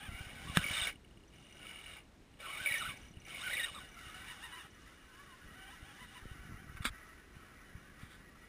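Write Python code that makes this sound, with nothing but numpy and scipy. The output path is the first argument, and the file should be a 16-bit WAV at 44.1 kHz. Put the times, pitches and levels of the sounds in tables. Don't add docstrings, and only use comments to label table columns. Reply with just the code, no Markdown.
import sys
import numpy as np
from scipy import signal
from scipy.fft import rfft, irfft
from scipy.io import wavfile
from scipy.ndimage import uniform_filter1d

SR = 44100
rng = np.random.default_rng(int(sys.argv[2]) if len(sys.argv) > 2 else 0)


def unload_wav(signal):
    wavfile.write(
        sys.argv[1],
        SR,
        np.round(np.clip(np.atleast_2d(signal).T, -1, 1) * 32767).astype(np.int16),
    )


def natural_amplitude(level_db):
    exponent = np.asarray(level_db, float) / 20
    return 10 ** exponent


N = 373968
TIME = np.arange(N) / SR

# start [s], crest [s], end [s], crest level [dB], end level [dB].
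BURSTS = [(0.0, 0.033, 0.65, -57, -54), (0.55, 0.56, 0.58, -43, -39.5), (0.595, 0.734, 0.89, -42.5, -44.5),
          (1.325, 1.683, 1.97, -58, -59.5), (2.395, 2.712, 2.93, -46.5, -55),
          (2.927, 2.934, 3.08, -61, -64.5), (3.13, 3.206, 3.36, -73, -68), (3.27, 3.473, 3.68, -49, -50),
          (3.65, 3.704, 3.94, -57, -57.5), (3.94, 4.073, 4.665, -53.5, -56),
          (4.68, 4.86, 5.55, -58.5, -56.5), (5.5, 5.58, 6.2, -57.5, -57.5), (6.15, 6.2, 6.9, -59, -57),
          (6.896, 6.947, 9.35, -58, -62)]
# time [s], share [0-1].
TURN = [(0.0, 0.47), (.55, 0.35), (.68, 0.29), (2.9, 0.01), (3.05, 0.55), (3.3, 0), (3.66, 0), (3.9, 0.78),
        (4.75, 1.02), (5.5, 1.19), (8.48, 0.94)]
# frequency [Hz], width [Hz], level [dB].
CHASSIS_MODES = [(1127, 78, -6.5), (1316, 87, -1.5), (1500, 47, -0.5), (1690, 63, -2.5), (1921, 110, 1)]
GEARBOX_MODES = [(2247, 147, -7), (2405, 400, -12.5)]
CAN_MODES = [(2898, 128, 5.5), (3286, 100, -14), (3665, 280, -0.5)]
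SHELL_MODES = [(591, 190, 2.5), (790, 145, 0)]
# time [s], mesh frequency [Hz], load [dB].
SURGES = [
    [(.465, 1044, -3), (.485, 1168, 3), (.505, 1100., -3), (.525, 1130., -8), (.556, 1470., 1),
     (.6, 1455, -2.5), (.636, 1690., 8)],
    [(2.42, 1376, -2), (2.45, 1400., 0.5), (2.475, 1047, -6), (2.53, 1339, -1), (2.57, 1160., -3),
     (2.6, 1489, 1), (2.62, 1642, -2), (2.642, 1470, 5), (2.662, 1472, -1)],
    [(2.666, 2285, 1), (2.688, 2336, 1), (2.7, 1950., -6), (2.714, 1937, 7), (2.73, 2244, -8),
     (2.742, 2250., 0), (2.752, 1900., 1), (2.768, 1750., -1), (2.8, 1855, -8)],
    [(2.802, 1484, 2), (2.811, 1358, 9.5), (2.825, 1160., 6.5), (2.84, 1224, -4), (2.852, 1330., 6.5),
     (2.866, 1497, -3), (2.878, 1452, -4), (2.892, 1180., -2), (2.93, 1048, -12)],
    [(3.39, 990., -10), (3.415, 1230., -3), (3.44, 1560., -4), (3.455, 1550., -5), (3.468, 1486, 2),
     (3.49, 1330., -3), (3.505, 1603, 1), (3.52, 2202, 1)],
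    [(3.52, 2197, 5), (3.536, 1860., 5.5), (3.556, 1850., -5), (3.57, 2317, 1), (3.587, 2200., -3),
     (3.598, 1900., 6), (3.624, 1900., -3.5), (3.635, 1878, 5), (3.652, 1873, 1)],
    [(3.652, 1790, -3), (3.67, 1398, -4), (3.7, 1053, -1)],
    [(3.738, 1102, 0), (3.755, 1280., 3.5), (3.787, 1080., 1.5)],
]
# time [s], mesh frequency [Hz], load [dB].
CRAWL_NEAR = [
    [(0.0, 855, 6), (.055, 874, 2), (.1, 638, 4), (.16, 667, 3), (.2, 779, 1.5), (.29, 738, -1),
     (.335, 860, -6), (.41, 764, -2), (.45, 800., 5)],
    [(3.8, 744, 10.5), (3.9, 742, -11), (3.97, 680., 5.5), (4.04, 730., 0), (4.13, 703, -3), (4.15, 747, 7),
     (4.23, 740., -3)],
    [(4.23, 749, -1), (4.27, 901, 0), (4.31, 1006, 4.5), (4.38, 740., -1), (4.45, 943, 6.5),
     (4.49, 818, 2.5), (4.555, 1004, 1), (4.62, 875, 2.5), (4.68, 750., -6)],
    [(4.83, 536, 6), (4.892, 669, 4), (4.99, 640., -8), (5.14, 505, 3), (5.2, 570., 10), (5.27, 563, 2),
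     (5.33, 509, 7), (5.37, 562, -2), (5.434, 564, -4)],
]
# time [s], mesh frequency [Hz], load [dB].
CRAWL_FAR = [
    [(5.434, 564, 0), (5.5, 648, -8), (5.54, 639, 7), (5.58, 790., 1), (5.674, 786, 4.5), (5.732, 965, 1.5),
     (5.8, 654., -1)],
    [(5.8, 653, 2), (5.888, 835., 2), (5.946, 775, -1.5), (6.028, 1005, 1.5), (6.078, 780., -13),
     (6.11, 739, -5), (6.17, 988, 2), (6.256, 743.8, -8)],
    [(6.256, 740., 1), (6.3, 790., -3), (6.37, 651, 5), (6.47, 768, 1.5), (6.53, 650, 6),
     (6.62, 800., -1.5), (6.68, 649, 3), (6.77, 749, 0), (6.83, 656, 7)],
    [(6.9, 660, 10), (7.15, 647, 5), (7.28, 640, -13), (7.37, 751, 0), (7.54, 762, -6), (7.6, 600, 8),
     (7.66, 748, -2), (7.75, 770, -4)],
    [(7.75, 771, 2), (7.85, 637, 5), (7.92, 570., 3), (8.0, 650, 8.5), (8.06, 750., 4), (8.16, 742, 3),
     (8.25, 650, 9), (8.33, 580., 7), (8.48, 670, 5.5)],
]
CRAWLS = CRAWL_NEAR + CRAWL_FAR
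# level [dB] of one surge, then of one crawl.
WHINE_DB = [-47, -44.5, -41, -43, -41, -41, -44.5, -46.5, -45.5, -49.5, -48.5, -56, -51, -51, -52.5, -56.5,
            -61.5]
# frequency [Hz], width [Hz], level [dB].
SINGING_MODES = [(800, 89, -3), (1002, 50, 4.5), (1130, 120, -0.5), (1308, 83, 1.5), (1496, 66, 2.5),
                 (1770, 194, 3.5), (1924, 155, 4), (2337, 88, 1), (2920, 320, 3), (3720, 340, 1)]
# frequency [Hz], density [dB per Hz].
AIR_SPECTRUM = [(12, -44), (20, -5), (60, -1.5), (114, -10.5), (148, -11), (331, -10.5), (356, -12),
                (546, -19), (1060, -23.5), (2020, -24.5), (2890, -27), (5490, -29.5), (5900, -25.5),
                (7670, -64), (13000, -120)]
# time [s], level [dB].
GUSTS = [(0.0, -55), (0.28, -55.5), (0.71, -54), (0.9, -63), (2.1, -67.5), (2.5, -70), (2.9, -61),
         (3.3, -61), (4.94, -67.5), (5.6, -63.5), (6.1, -65), (6.75, -58.5), (6.9, -61), (7.2, -70.5),
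         (7.93, -61), (8.2, -66), (8.48, -70)]
# time [s], peak level [dB], frequency [Hz].
THUMPS = [(0.092, -38, 82), (.12, -42, 60.5), (0.15, -39, 63), (0.211, -36, 97), (0.27, -40.5, 108),
          (.33, -50, 69.8), (.39, -55.5, 70), (0.5, -34.5, 109), (0.598, -34, 67.1), (0.656, -38, 168),
          (0.71, -34.5, 118), (0.821, -37.5, 79), (2.615, -42.5, 124), (2.714, -42, 122),
          (2.891, -40.5, 119), (3.03, -48, 70), (3.173, -42.5, 86), (3.716, -46, 115), (4.07, -48, 88.64),
          (5.465, -47, 49.98), (5.83, -44.5, 78.2), (6.23, -45, 55.24), (6.256, -39, 240), (6.263, -42, 60),
          (6.317, -38.5, 71.5), (6.395, -47, 69.93), (6.41, -49, 39.9), (6.524, -46, 111.8),
          (6.545, -40, 95), (6.565, -49, 50.4), (6.602, -47, 121), (6.669, -45, 99.2), (6.699, -42, 103.7),
          (6.753, -40.5, 83.5), (6.775, -48, 49.7), (6.808, -32, 97), (6.875, -40, 40.17), (6.907, -41, 72),
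          (6.925, -49, 39.95), (7.368, -44, 117.5), (7.755, -40, 84.1), (8.035, -38, 119.3)]
# time [s], crack peak [dB], boom relative to it [dB], boom frequency [Hz],
# wall ring relative to it [dB].
KNOCKS = [
    (.5712, -8.5, -3, 173, -14),
    (6.8527, -20, -8, 241, 6),
    (6.7695, -45.5, -15, 241, 6.5),
    (6.8215, -41, -15, 241, 6.5),
]
# frequency [Hz], level [dB], 60 dB decay time [s].
LID_MODES = [(1300, -6.5, 0.018), (1627, 5.5, 0.01), (2820, 4.5, 0.0068), (3560, 5, 0.0076),
             (5400, -6, 0.0092)]
# time [s], peak level [dB].
SLAMS = [(0.6404, -29), (0.6629, -31), (0.6848, -32), (0.7118, -32), (0.7507, -38), (0.7851, -31),
         (0.82, -36), (0.854, -47), (0.8709, -28), (2.4039, -58), (2.4608, -42), (2.4882, -48),
         (2.5012, -41), (2.5257, -42), (2.5351, -41), (2.5544, -41), (2.5716, -36.5), (2.6595, -23.5),
         (2.6874, -26), (2.7212, -28), (2.7402, -26.5), (2.7751, -38), (2.8978, -56), (3.5678, -29),
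         (3.5788, -28.5), (2.671, -23), (3.48, -40)]
# time [s],
# peak level [dB], frequency [Hz].
CAN_RINGS = [(.6273, -41, 2880), (.6757, -40, 2940), (.6971, -37, 3020), (.73, -39, 2800), (.7367, -34, 3700),
             (.748, -35, 3650), (.7689, -31.5, 3660), (.779, -33, 3620), (.786, -35, 2950), (.798, -30, 3030),
             (.8138, -31, 3680), (.8145, -37, 2800), (.824, -33, 3600), (.8353, -29, 3610), (.846, -37, 3480),
             (2.581, -46, 3750), (2.617, -46, 3300), (2.712, -41, 3900), (2.762, -47, 3520), (2.9, -44, 3050),
             (3.3043, -47, 3040), (3.3582, -45, 2930), (3.3871, -48, 2935), (3.4141, -39.5, 3700),
             (3.437, -41, 2940), (3.5049, -41, 3740), (3.5318, -36.5, 3740), (3.55, -37, 3697),
             (3.5962, -32.5, 3735), (3.607, -38, 3734), (3.6326, -34, 3784), (3.6431, -35, 3720),
             (3.66, -46, 3050), (3.7478, -42.5, 3800), (3.787, -45.5, 3710)]
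# first tick [s], last tick [s], gap [s], peak level [dB].
COGGING_RUNS = [(.9565, .9566, .03, -50), (1.0465, 1.2356, .063, -56), (1.0779, 1.2051, .0636, -64),
                (1.3039, 1.3269, .023, -62), (1.3838, 1.508, .0414, -54.5), (1.5244, 1.6147, .0226, -51),
                (2.339, 2.371, .032, -59.5), (3.1378, 3.1692, .0314, -52.5), (3.2176, 3.2525, .035, -52.5)]
# time [s], peak level [dB].
PICKUP = [(1.3353, -62), (1.3498, -61), (1.3713, -64), (1.4665, -53), (1.6282, -45), (1.6676, -42),
          (1.6916, -46), (1.7104, -43), (1.7365, -46), (1.7579, -43.5), (1.7898, -47), (1.8123, -45),
          (1.8392, -47), (1.8607, -44), (1.8794, -49), (1.8971, -46), (1.9144, -60), (1.9355, -44.5),
          (1.9514, -51), (1.9659, -48), (1.9844, -50), (2.0033, -53), (2.0522, -63)]
# first tick [s], last tick [s], mean gap [s], peak level [dB],
# bend [exponent; under 1 quickens].
SERVO_RUNS = [(1.2791, 1.5764, .037, -61, 0.65), (2.7822, 2.7823, .03, -41, 0.99),
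              (2.9697, 3.1129, 0.036, -56.5, 0.81), (3.201, 3.283, .041, -54.5, 0.76),
              (3.8896, 3.9425, .0265, -55, 1.01), (4.7083, 4.818, .055, -59.5, 1.54)]
# start [s], length [s], peak level [dB], bright part relative to dull [dB].
SPATTER = [(6.763, 0.028, -50.5, -11), (6.82, 0.031, -51, -5), (6.844, 0.053, -35.5, -2),
           (7.992, 0.11, -60.5, -2.5), (8.093, 0.11, -61.5, -1)]
# frequency [Hz], gain [dB].
WEAK_BANDS = [(4300, 0.5), (4550, -5), (4750, -1), (5850, 1.5), (6050, -6), (6250, 1.5), (7300, -1),
              (7520, -5), (7750, 0.5), (10900, 0), (11300, 0.5), (12900, -5.5), (13300, 0.5), (14550, -3),
              (14750, -76)]


def curve(tables, column, off=-120.):
    out = np.full(N, off)
    for table in tables:
        rows = np.array(table)
        inside = (TIME >= rows[0, 0]) & (TIME <= rows[-1, 0])
        out[inside] = np.interp(TIME[inside], rows[:, 0], rows[:, column])
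    return out


def unit(x):
    return x / np.sqrt(np.mean(x ** 2))


def band(x, lo_hz, hi_hz):
    return signal.sosfilt(signal.butter(3, [lo_hz, hi_hz], "band", fs=SR, output="sos"), x)


def ring(x, hz, width_hz):
    return signal.lfilter(*signal.iirpeak(hz, hz / width_hz, fs=SR), x)


def walk(rate):
    k = int(SR / rate)
    steps = np.repeat(rng.standard_normal(N // k + 1), k)
    return 1.356 * uniform_filter1d(uniform_filter1d(steps, k), k)[:N]


def grains(rate, spread_db):
    hit = rng.random(N) < rate / SR
    sign = rng.choice([-1, 1], N)
    size_db = spread_db * np.minimum(rng.exponential(size=N), 3.5)
    return unit(hit * sign * natural_amplitude(size_db))


def waver(x, depth_s, rate):
    return np.interp(TIME + depth_s * walk(rate), TIME, x)


def place(events, shape):
    out, span = np.zeros(N), np.arange(-5000, 5000)
    for s, db, *rest in events:
        where = int(s * SR) + span
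        where = where[(where >= 0) & (where < N)]
        wave = shape(where / SR - s, *rest)
        out[where] += natural_amplitude(db) * wave / np.abs(wave).max()
    return out


def struck(t, hz, t60, rise=0.00072):
    t = np.maximum(t, 0)
    return np.sin(2 * np.pi * hz * t) * (1 - np.exp(-t / rise)) * np.exp(-np.log(1000) * t / t60)


def throttle():
    rise_db_per_s, grab_s, release_s, rest_db = 42, 0.012, 0.096, -90
    levels = []
    for start, crest, end, crest_db, end_db in BURSTS:
        times = [start - grab_s, start, crest, end, end + release_s]
        start_db = crest_db - rise_db_per_s * (crest - start)
        levels.append(np.interp(TIME, times, [rest_db, start_db, crest_db, end_db, rest_db]))
    return np.max(levels, axis=0)


def body(modes, rate, spread_db, flicker_db, swell_db):
    shared, out = grains(rate, spread_db), 0
    for hz, width, db in modes:
        impacts = .5 * shared + grains(rate, spread_db)
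        tone = ring(ring(impacts, hz, width), hz, 3 * width)
        level_db = db + flicker_db * walk(45) + swell_db * walk(7)
        out = out + natural_amplitude(level_db) * unit(waver(tone, 1.6 / hz, 14))
    return unit(out)


def drive_train():
    level_db, turn = uniform_filter1d(throttle(), size=800), curve([TURN], 1)
    pace_hz = uniform_filter1d(curve(CRAWLS, 1, off=840.0), size=500)
    load_db = uniform_filter1d(curve(CRAWLS, 2, off=0.), size=500)
    level_db = level_db + 7 * np.log2(pace_hz / 800) + 0.24 * load_db
    far = np.interp(TIME, [6.24, 6.64], [0, 1])
    box_db, can_db = 3.0 - 15 * turn, 2.5 - 8 * turn - 9 * far
    shell_db = -7 - 0.32 * (level_db + 59) - 10 * np.clip(turn - .4, 0, 1) / 0.5
    chassis = body(CHASSIS_MODES, 900, 2.5, 2.6, .7)
    chassis = chassis + natural_amplitude(-7) * unit(band(grains(3000, 2.0), 950, 2700))
    box = body(GEARBOX_MODES, 500, 1.8, 3.7, 1.0)
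    can = body(CAN_MODES, 900, 2.2, 2.0, .6)
    can = can + natural_amplitude(-7.5) * unit(band(grains(3000, 1.1), 2330, 3930))
    shell = body(SHELL_MODES, 600, 1.6, 2.9, 0.43)
    shell = shell + natural_amplitude(-5.0) * unit(band(rng.standard_normal(N), 343, 940))
    grit = natural_amplitude(-8.5 + 0.5 * can_db + 1.0 * walk(25)) * unit(band(grains(5000, 0.98), 4390, 6200))
    grit = grit + natural_amplitude(-16) * turn * unit(ring(rng.standard_normal(N), 5900, 150))
    parts = natural_amplitude(-3.5) * chassis + natural_amplitude(box_db - 0.4) * box + natural_amplitude(can_db - 1.8) * can
    parts = parts + natural_amplitude(shell_db - 2.5) * shell + grit
    return natural_amplitude(level_db + 0.69 * walk(14)) * parts


def mesh():
    tables = SURGES + CRAWLS
    hz = curve(tables, 1, off=1500.)
    fade_s, fade_db = .012, -7
    strength = []
    for rows, db in zip(tables, WHINE_DB):
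        first, last = rows[0][0], rows[-1][0]
        strength.append([(first, db + fade_db), (first + fade_s, db),
                         (last - fade_s / 2, db), (last, db + fade_db)])
    on = uniform_filter1d(natural_amplitude(curve(strength, 1) + curve(tables, 2, off=0.)), size=300)
    phase = 2 * np.pi * np.cumsum(hz * (1 + .028 * walk(120) + .012 * walk(18))) / SR
    beat = natural_amplitude(2.2 * walk(90)) * (1 + .5 * np.cos(phase / 9 + 2 * walk(30)))
    overtones = natural_amplitude(-0.5) * np.sin(2 * phase) + natural_amplitude(-2) * np.sin(3 * phase) + natural_amplitude(-7) * np.sin(4 * phase)
    overtone_db = -8 * np.log2(hz / 800) + 1.56 * walk(66)
    tone = beat * np.sin(phase) + natural_amplitude(overtone_db) * overtones
    tone = on * tone * natural_amplitude(13 * np.log2(np.minimum(hz / 1500, 1)) + 0.92 * walk(28))
    out = natural_amplitude(-10) * band(tone, 723, 3350)
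    for k, (mode_hz, width, db) in enumerate(SINGING_MODES):
        out = out + (-1) ** k * natural_amplitude(db) * ring(tone, mode_hz, width)
    return out


def air():
    hz = np.maximum(np.fft.rfftfreq(N, 1 / SR), 1)
    corner_hz, density_db = np.transpose(AIR_SPECTRUM)
    shape_db = np.interp(np.log(hz), np.log(corner_hz), density_db, right=-90)
    hiss = unit(irfft(rfft(rng.standard_normal(N)) * natural_amplitude(shape_db), N)) * natural_amplitude(-61.5 + 0.39 * walk(3.18))
    rumble = unit(band(grains(120, 2.7) + 0.36 * rng.standard_normal(N), 30, 238))
    return hiss + natural_amplitude(curve([GUSTS], 1) - 2.0 + 2.7 * walk(11)) * rumble


def thumps():
    def shape(t, hz):
        dip = -np.cos(2 * np.pi * hz * t + 0.28) * np.exp(-(t * hz / 0.27) ** 2)
        return dip + 0.48 * struck(t - 0.16 / hz, 0.69 * hz, 5.0 / hz, rise=.002)
    return place(THUMPS, shape)


def knocks():
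    def shape(t, boom_db, hz, wall_db):
        crack = -np.exp(-((t - .0009) / .0001) ** 2)
        lid = sum(natural_amplitude(db) * struck(t, f, t60, rise=0.00064) for f, db, t60 in LID_MODES)
        wall = struck(t, 1366, 0.011, rise=0.00073) + 0.57 * struck(t, 1150, 0.016, rise=.001)
        wall = wall + 0.47 * struck(t, 2317.5, 0.023, rise=.001)
        boom = struck(t + 0.00018, hz, 0.057, rise=0.00076)
        return crack + natural_amplitude(wall_db) * wall - lid - natural_amplitude(boom_db) * boom
    return place(KNOCKS, shape)


def runs(table, scatter_db, jitter):
    out = []
    for first, last, gap, db, *bend in table:
        count = int(round((last - first) / gap)) + 1
        u = np.linspace(0, 1, count) ** (bend or [1])[0]
        luck = rng.standard_normal((16, 3))[:len(u)]
        times = first + (last - first) * u + jitter * gap * luck[:, 0] * np.sin(np.pi * u)
        out += zip(times, db + scatter_db * luck[:, 1], luck[:, 2])
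    return out


def ticks():
    def slam(t, hz):
        box = struck(t, hz, 0.04 * 2300 / hz, rise=0.0012) + 0.32 * struck(t, 1.045 * hz, 0.025, rise=0.002)
        return box + natural_amplitude(-24.5) * struck(t, 580, 0.063, rise=.003)

    def rattle(t, hz):
        return struck(t, hz, 0.032, rise=0.0015) + 0.46 * struck(t, 0.96 * hz, 0.024, rise=0.0015)

    def cog(t, bite):
        return struck(t, 2862, 0.024) + 0.37 * (1 + 0.32 * bite) * struck(t, 2243, 0.027)

    cogs = place(runs(COGGING_RUNS, 1.2, 0.0087) + [(s, db + 2.5, 3) for s, db in PICKUP], cog)
    chances = rng.standard_normal(len(SLAMS))
    skips = [(s, db, 2272 * (1 + 0.015 * chance)) for (s, db), chance in zip(SLAMS, chances)]
    slams = place(skips, slam)
    can_rings = place(CAN_RINGS, rattle)
    servo = place(runs(SERVO_RUNS, 1.0, .01), lambda t, _: struck(t, 5860, 0.042))
    return cogs + waver(slams + can_rings, .00003, 200) + natural_amplitude(1) * servo


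def spatter():
    drops = grains(2800, 0.94)
    dull = unit(band(drops, 1130, 2530) + 2.0 * ring(drops, 2180, 140) + 2.0 * ring(drops, 1330, 150))
    bright = unit(band(drops, 4080, 4810) + 3.1 * ring(drops, 3430, 380))
    rows = []
    for start, length, db, bright_db in SPATTER:
        crest = start + 0.3 * length
        rows.append([(start, db - 7.5, bright_db), (crest, db, bright_db), (start + length, db - 15, bright_db)])
    return natural_amplitude(curve(rows, 1)) * (dull + natural_amplitude(curve(rows, 2)) * bright)


def scene():
    mono = drive_train() + mesh() + ticks() + thumps() + knocks() + spatter() + air()
    return np.array([mono, mono])


def starve(x):
    mask_db = -9.5
    hz, _, cells = signal.stft(x, SR, window="cosine", nperseg=2048)
    power = uniform_filter1d(np.abs(cells) ** 2, size=2, axis=1) + 1e-20
    narrow = uniform_filter1d(power, size=6, axis=0)
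    typical = np.exp(uniform_filter1d(np.log(narrow), size=60, axis=0))
    broad = uniform_filter1d(power, size=170, axis=0)
    masker = np.where(hz[:, None] < 10500, 1.05 * typical / natural_amplitude(mask_db), broad)
    cells[(narrow < masker * natural_amplitude(2 * mask_db)) & (hz[:, None] > 4200)] = 0
    return signal.istft(cells, SR, window="cosine", nperseg=2048)[1][:N]


def band_limit(x):
    return signal.sosfilt(signal.butter(12, 15640, fs=SR, output="sos"), x)


def record(dry):
    slow = signal.resample_poly(dry[0], 40, 147, window=("kaiser", 8.0))
    held = signal.resample_poly(np.repeat(slow, 4), 147, 160)[:N]
    hz, db = np.transpose(WEAK_BANDS)
    held = irfft(rfft(held) * natural_amplitude(np.interp(np.fft.rfftfreq(N, 1 / SR), hz, db)), N)
    held = starve(held)
    over_db = 10 * np.log10(uniform_filter1d(held ** 2, size=3000) + 1e-12) + 46
    apart = np.clip(over_db / 26.0, 0, 1)
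    lean_db = -.45 * np.clip(over_db / 4, 0, 1)
    rough = band(walk(2500) * held, 250, 6500) + natural_amplitude(9.5) * band(walk(900) * held, 7000, 14600)
    grain = natural_amplitude(-19) * apart * rough
    return band_limit(np.array([held * natural_amplitude(2 * lean_db) + grain, held - grain]))


dry = scene()
out = record(dry)
unload_wav(out)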